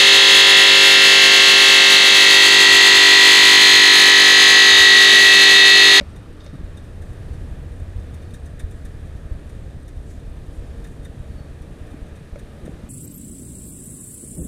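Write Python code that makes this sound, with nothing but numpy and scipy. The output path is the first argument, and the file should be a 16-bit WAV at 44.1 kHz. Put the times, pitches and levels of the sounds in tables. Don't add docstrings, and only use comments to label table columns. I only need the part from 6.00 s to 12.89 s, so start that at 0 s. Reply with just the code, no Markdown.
import sys
import numpy as np
from scipy import signal
from scipy.fft import rfft, irfft, next_fast_len
from scipy.io import wavfile
from scipy.ndimage import uniform_filter1d

SR = 44100
rng = np.random.default_rng(int(sys.argv[2]) if len(sys.argv) > 2 else 0)


def file_out(sig):
    cols = np.atleast_2d(sig).T
    lim = np.clip(cols, -1, 1)
    pcm = np.round(lim * 32767).astype(np.int16)
    wavfile.write(sys.argv[1], SR, pcm)


N = 303849
TIME = np.arange(N) / SR


def undb(db):
    return 10 ** (np.asarray(db) / 20)


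def curves(table):
    time_s, *columns = np.transpose(table)
    return [np.interp(TIME, time_s, column) for column in columns]


def walk(rate_hz):
    hold = int(SR / rate_hz)
    steps = np.repeat(rng.standard_normal(N // hold + 1), hold)
    return 1.57 * uniform_filter1d(uniform_filter1d(steps, hold), hold)[:N]


def resonate(x, hz, width_hz):
    return signal.lfilter(*signal.iirpeak(hz, hz / width_hz, fs=SR), x)


def resonate_twice(x, hz, width_hz):
    return resonate(resonate(x, hz, width_hz), hz, width_hz)


def add(out, start_s, sound):
    i = int(round(start_s * SR))
    part = out[max(i, 0):i + len(sound)]
    part += sound[max(-i, 0):][:len(part)]


def blast(width_s, suction, slow):
    t = (np.arange(SR // 10) / SR - 1 / 50) / width_s
    late = np.logaddexp(0, 3 * (t - 1)) / 3 / slow
    return np.exp(-t ** 2 / 2) - suction * late * np.exp(1 - late)


# centre_hz, relative_density_db
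ROAD_SPECTRUM = [(8.2, -39), (14, -3), (54, -1), (83, -2), (154, -7), (195, -10.5), (592, -21.5),
                 (1030, -32), (1800, -35), (2210, -37.5), (3630, -39), (5160, -45), (8740, -47.5),
                 (13500, -56.5), (15200, -59)]
# centre_hz, width_hz, lift_db
ROAD_PEAKS = [(293, 57, 1.5), (610, 180, 2.5), (1220, 146, 3), (1700, 540, 2.5), (2450, 150, 3),
              (3750, 200, 1.5), (10000, 3200, 4.5)]
# time_s, change_db
BASS_SWELL = [(0, 5.5), (.7, -6.5), (1.4, 5), (2.1, 1.5), (2.8, 3.5), (4.2, 2.5), (4.9, 2.5), (6.3, -5.5),
              (6.89, -7)]
ROAD_DB = -37.5
PASSED_DB, PASSED_S = 5, 0.38


def road():
    size = next_fast_len(N)
    hz = np.maximum(np.arange(size // 2 + 1) * SR / size, 1)
    centre_hz, density_db = np.array(ROAD_SPECTRUM).T
    db = np.interp(np.log(hz), np.log(centre_hz), density_db)
    for peak_hz, width_hz, lift_db in ROAD_PEAKS:
        db = db + lift_db / (1 + (2 * (hz - peak_hz) / width_hz) ** 2)
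    noise = rfft(rng.standard_normal(size)) * undb(db) / np.sqrt(np.mean(undb(db) ** 2))
    bass_db = curves(BASS_SWELL)[0]
    tyre_db = PASSED_DB * np.exp(-TIME / PASSED_S)
    gust = walk(3.47)
    place = np.clip(2 * np.log2(hz / 20), 0, 19)
    out = 0
    for k in range(20):
        share = np.cos(np.pi / 2 * np.clip(place - k, -1, 1)) ** 2
        low = np.clip((6 - k) / 2, 0, 1)
        swell_db = bass_db * low + (1 - low) * tyre_db * (11 <= k < 17)
        flicker_db = .5 * gust + (0.45 + 0.66 * low) * walk(8)
        out = out + irfft(noise * share, size)[:N] * undb(swell_db + flicker_db)
    return out * undb(ROAD_DB)


def swells(table):
    out = np.zeros(N)
    for middle_s, half_span_s, hz, width_hz, level_db in table:
        size = int(half_span_s * 2 * SR)
        hiss = resonate_twice(rng.standard_normal(4 * SR), hz, width_hz)[:size]
        add(out, middle_s - half_span_s, undb(level_db) * np.hanning(len(hiss)) ** 2 * hiss / np.std(hiss))
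    return out


# middle_s, half_span_s, centre_hz, filter_width_hz, level_db
DISTANT_SURGES = [(.4, 1.18, 1250, 400, -58.5), (.4, 0.86, 280, 119, -53.5), (5.9, 1.22, 2480, 500, -65),
                  (6.7, .25, 292, 250, -49)]


def surges():
    return swells(DISTANT_SURGES)


# time_s, blast_level_db, hum_db (each multiple)
SINGLE_LEVELS = [(0, -34.5, -56), (.8, -25, -40.5), (1.9, -26, -40), (2.25, -30, -46.5), (2.8, -23.5, -41),
                 (3.4, -26.5, -50), (4.25, -26, -42), (5, -27, -52), (6.89, -28.5, -54)]
SINGLE_HZ, SINGLE_FIRST_S, SINGLE_JITTER_S = 9.767, .083, .0004


def single():
    times_s = np.arange(SINGLE_FIRST_S, N / SR, 1 / SINGLE_HZ)
    chance = rng.standard_normal((len(times_s), 2))
    shape = blast(0.0023, suction=0.65, slow=2.13) + 0.31 * blast(.0012, suction=0.54, slow=1.0)
    out = np.zeros(N)
    for time_s, (late, strong) in zip(times_s, chance):
        add(out, time_s + SINGLE_JITTER_S * late - 1 / 50, undb(2.06 * strong) * shape)
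    blast_db, hum_db = curves(SINGLE_LEVELS)
    turn = 2 * np.pi * SINGLE_HZ * (TIME - SINGLE_FIRST_S)
    hum = np.sqrt(2) * (np.sin(3 * turn) + np.sin(9 * turn))
    return out * undb(blast_db) + hum * undb(hum_db + 1.8 * walk(8))


MOTOR_MULTIPLES = {4: -42., 8: -52., 16: -61., 20: -68., 24: -63., 62: -79., 68: -79., 85: -76., 91: -77.,
                   93: -76., 95: -77., 98: -72., 102: -73., 133: -84.}
# centre_hz, width_hz, level_per_multiple_db
CLATTER_BANDS = [(1280, 590, -85), (1630, 206, -76), (1920, 360, -81.5), (2390, 400, -89),
                 (3050, 1700, -98)]
# time_s, change_db
CLATTER_LEVEL = [(0, -6), (.8, 2.5), (3.1, 1.5), (4.2, -2.5), (5.4, 1), (6.89, -2.5)]
MOTOR_HZ = 18.499
MOTOR_FADE_S, MOTOR_FADE_DB_PER_S = 5.5, 4


def motor():
    order = np.arange(2049)
    power = 0
    for hz, width_hz, db in CLATTER_BANDS:
        power = power + undb(db) ** 2 * np.exp(-(2 * (order * MOTOR_HZ - hz) / width_hz) ** 2)
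    size = np.sqrt(power) * undb(2.5 * rng.standard_normal(len(order)))
    size[list(MOTOR_MULTIPLES)] = undb(list(MOTOR_MULTIPLES.values()))
    turn = np.exp(2j * np.pi * rng.random(len(order))) * 2048 * np.sqrt(2)
    phase = np.cumsum(MOTOR_HZ * (1 + 0.000234 * walk(1.995)) / SR) % 1 * 4096
    fade_db = -MOTOR_FADE_DB_PER_S * np.clip(TIME - MOTOR_FADE_S, 0, None)
    clatter_db = curves(CLATTER_LEVEL)[0]
    out = 0
    for part, level_db in ((order < 30, fade_db), (order >= 30, clatter_db)):
        cycle = irfft(size * turn * part)
        wave = np.interp(phase, np.arange(4097), np.append(cycle, cycle[0]))
        out = out + wave * undb(level_db + 0.91 * walk(5))
    return out


# time_s, pitch_hz, level_db
LORRY_WHINE = [(0, 485, -66), (.9, 483.4, -59), (1.7, 481.4, -55), (2.35, 480.6, -54.5), (2.7, 480, -75),
               (4.3, 465.6, -68), (4.7, 464, -55.5), (5.9, 459.3, -59), (6.89, 452.3, -62.5)]


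def lorry():
    pitch_hz, level_db = curves(LORRY_WHINE)
    phase = 2 * np.pi * np.cumsum(pitch_hz * (1 + 0.0021 * walk(10))) / SR
    return np.sqrt(2) * undb(level_db + 1.5 * walk(12)) * np.sin(phase)


# pitch_hz, level_db
STEADY_WHINES = [(1289.5, -78), (1805.5, -77)]


def whines():
    out = 0
    for hz, level_db in STEADY_WHINES:
        out = out + np.sqrt(2) * undb(level_db + 2.5 * walk(2.66)) * np.sin(2 * np.pi * hz * TIME)
    return out


PULSES_PER_S, PULSE_FIRST_S, PULSE_S = 30, 0.032, .013
PULSE_HZ, PULSE_FILTER_WIDTH_HZ, PULSE_DB = 8530, 160, -69.5


def pulses():
    away_s = (((TIME - PULSE_FIRST_S) * PULSES_PER_S + .5) % 1 - .5) / PULSES_PER_S
    gate = np.exp(-(2 * away_s / PULSE_S) ** 2) * undb(1.5 * walk(20))
    hiss = resonate_twice(rng.standard_normal(N), PULSE_HZ, PULSE_FILTER_WIDTH_HZ)
    return undb(PULSE_DB) * gate * hiss / np.std(hiss)


def ring(hz, t60_s, push_s):
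    t = np.arange(SR // 5) / SR
    return (1 - np.exp(-t / push_s)) * np.exp(-np.log(1000) * t / t60_s) * np.sin(2 * np.pi * hz * t)


# start_s, ring_level_db, crack_level_db
BOX_KNOCKS = [(0.0105, -29, -37.5), (0.464, -38, -38.5), (6.358, -32, -42)]
# pitch_hz, relative_db, t60_s
BOX_RINGS = [(571, 1.5, 0.071), (1290, -7, 0.016), (2210, -7.5, 0.02)]


def knocks():
    rings, crack = np.zeros((2, N))
    t = np.arange(SR // 20) / SR
    for start_s, ring_db, crack_db in BOX_KNOCKS:
        box = sum(undb(db) * ring(hz, t60_s, 0.00043) for hz, db, t60_s in BOX_RINGS)
        add(rings, start_s, undb(ring_db) * box)
        add(crack, start_s - .001, undb(crack_db) * np.exp(-t / 0.0034) * rng.standard_normal(len(t)))
    band = signal.butter(4, [700, 6500], "band", fs=SR, output="sos")
    return rings + signal.sosfilt(band, crack)


# middle_s, level_db, pitch_hz
BUMP_SWINGS = [(0.0144, -24, 200), (.535, -22, 170), (.542, -26, 240), (.549, -29, 170), (.557, -25.5, 150),
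               (.612, -29, 278), (.632, -29.5, 220), (5.9448, -24.5, 252), (6.653, -26, 239),
               (6.667, -27, 170), (6.6805, -23, 450), (6.694, -24, 200), (6.839, -26.5, 219)]
SWING_CYCLES = 0.89


def bumps():
    out = np.zeros(N)
    t = np.arange(SR // 20) / SR
    for middle_s, level_db, hz in BUMP_SWINGS:
        turns = hz * (t - 1 / 40)
        swing = np.exp(-(2 * turns / SWING_CYCLES) ** 2 / 2) * np.cos(2 * np.pi * turns - .5)
        add(out, middle_s - 1 / 40, undb(level_db) * swing)
    return out


# middle_s, half_span_s, centre_hz, level_db
BRUSH_STROKES = [(.11, .04, 5900, -67.5), (1.08, .14, 8500, -66), (1.518, .1, 8200, -72),
                 (2.75, .15, 8500, -67), (4.113, 0.13, 7200, -61), (4.557, .11, 8500, -65),
                 (4.92, .12, 8500, -67)]
BRISTLE_FILTER_WIDTH_HZ = 3600


def strokes():
    return swells([(middle_s, half_span_s, hz, BRISTLE_FILTER_WIDTH_HZ, level_db)
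                   for middle_s, half_span_s, hz, level_db in BRUSH_STROKES])


# time_s, level_db, mid_ring_relative_db
GEAR_TICKS = [(0.1605, -46, -8.5), (0.4422, -49, -4), (0.7713, -45, -5), (1.019, -47, -10),
              (1.7963, -53.5, -8), (2.1416, -44.5, -13), (2.2207, -52, -7), (2.34, -39.5, -9),
              (2.4587, -45, -12), (2.5959, -38, -8), (2.7108, -46.5, -13), (2.8518, -42.5, -9),
              (3.4949, -48, -5), (3.881, -45, -11), (4.104, -49, -8), (4.8432, -44, -7),
              (4.869, -49.5, -14), (5.0491, -42.5, -10.5), (5.618, -51, -6), (5.9079, -52, -12),
              (6.1614, -52, -13), (6.391, -44.5, -9), (6.655, -46, -10)]
# centre_hz, width_hz, relative_db
GEAR_MODES = [(5570, 200, -30), (6000, 170, -3.5), (6500, 420, -2.5), (7110, 160, -3), (8350, 600, 3),
              (9180, 710, -2.5), (9800, 5000, -9.5)]
TICK_RISE_S = 0.0093
TICK_LOW_DB = -6.5


def ticks():
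    faint = rng.random((40, 2))
    rows = list(GEAR_TICKS) + [(N / SR * when, -60 + 7 * size, -9) for when, size in faint]
    t = np.arange(SR // 10) / SR
    decay = np.exp(-np.clip(t - TICK_RISE_S, 0, None) / 0.0091) + 0.17 * np.exp(-t / 0.033)
    envelope = np.clip(t / TICK_RISE_S, 0, 1) ** 1.1 * decay
    top, mid, low = np.zeros((3, N))
    for time_s, level_db, mid_db in rows:
        burst = undb(level_db) * envelope * rng.standard_normal((3, len(t)))
        add(top, time_s - .006, burst[0])
        add(mid, time_s - .007, undb(mid_db) * burst[1])
        add(low, time_s - .002, undb(TICK_LOW_DB + 1.6 * rng.standard_normal()) * burst[2])
    bright = 0
    for hz, width_hz, db in GEAR_MODES:
        bright = bright + undb(db) * np.sqrt(4000 / width_hz) * resonate(top, hz, width_hz)
    bright = signal.sosfilt(signal.butter(2, 5200, "high", fs=SR, output="sos"), bright)
    return undb(-10.5) * bright + undb(20) * resonate(mid, 3653, 72) + undb(16.5) * resonate(low, 1744, 216)


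# start_s, level_db
BOX_SCRAPES = [(.399, -49.5), (.466, -53.5)]
# centre_hz, filter_width_hz, relative_db
SCRAPE_RINGS = [(3700, 210, -0.5), (4260, 2400, -3)]
SLIPS_PER_S = 1400
JERK_S, DRAG_S, DRAG_DB = .012, 0.1, -5.5


def scrape():
    out = np.zeros(N)
    t = np.arange(SR // 5) / SR
    effort = (1 - np.exp(-t / .003)) * (np.exp(-t / JERK_S) + undb(DRAG_DB) * np.exp(-t / DRAG_S))
    for start_s, level_db in BOX_SCRAPES:
        when, size = rng.random((2, len(t)))
        slips = (when < SLIPS_PER_S / SR) * (2 * size - 1) * np.sqrt(3 * SR / SLIPS_PER_S)
        add(out, start_s, undb(level_db) * effort * slips)
    return sum(undb(db) * np.sqrt(SR / np.pi / width_hz) * resonate_twice(out, hz, width_hz)
               for hz, width_hz, db in SCRAPE_RINGS)


# peak_s, level_db
FAR_THUMPS = [(0.641, -23), (1.300, -28), (1.962, -19.5), (1.985, -21), (2.6411, -17.5), (3.318, -16),
              (4.005, -23.5), (4.707, -25), (5.358, -25), (6.024, -24.5)]
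THUMP_WIDTH_S = .0034


def thumps():
    out = np.zeros(N)
    for peak_s, level_db in FAR_THUMPS:
        add(out, peak_s - 1 / 50, undb(level_db) * blast(THUMP_WIDTH_S, suction=0.81, slow=0.96))
    return out


# start_s, length_s, level_db
BIRD_WHISTLES = [(1.25, 0.126, -75), (2.17, 0.19, -72), (3.28, 0.15, -75), (5.275, .19, -70)]
WHISTLE_START_HZ, WHISTLE_FALL_HZ_PER_S = 4520, 670


def bird():
    out = np.zeros(N)
    wobble, flutter = 1 + .004 * walk(60), undb(2.5 * walk(40))
    for start_s, length_s, level_db in BIRD_WHISTLES:
        hz = WHISTLE_START_HZ - WHISTLE_FALL_HZ_PER_S * TIME[:int(length_s * SR)]
        hz = hz * wobble[int(start_s * SR):][:len(hz)]
        tone = np.sqrt(2) * np.sin(2 * np.pi * np.cumsum(hz) / SR)
        add(out, start_s, undb(level_db) * signal.windows.tukey(len(hz), .4) * tone)
    return out * flutter


def scene():
    far = road() + surges() + single() + motor() + lorry() + whines() + pulses() + thumps() + bird()
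    near = knocks() + bumps() + strokes() + ticks() + scrape()
    return (far + near)[None]


TOP_HZ = 15200


def record(dry):
    dry = signal.sosfilt(signal.butter(1, 12, "high", fs=SR, output="sos"), dry)
    return signal.sosfilt(signal.ellip(10, .2, 70, TOP_HZ, fs=SR, output="sos"), dry)


dry = scene()
out = record(dry)
file_out(out)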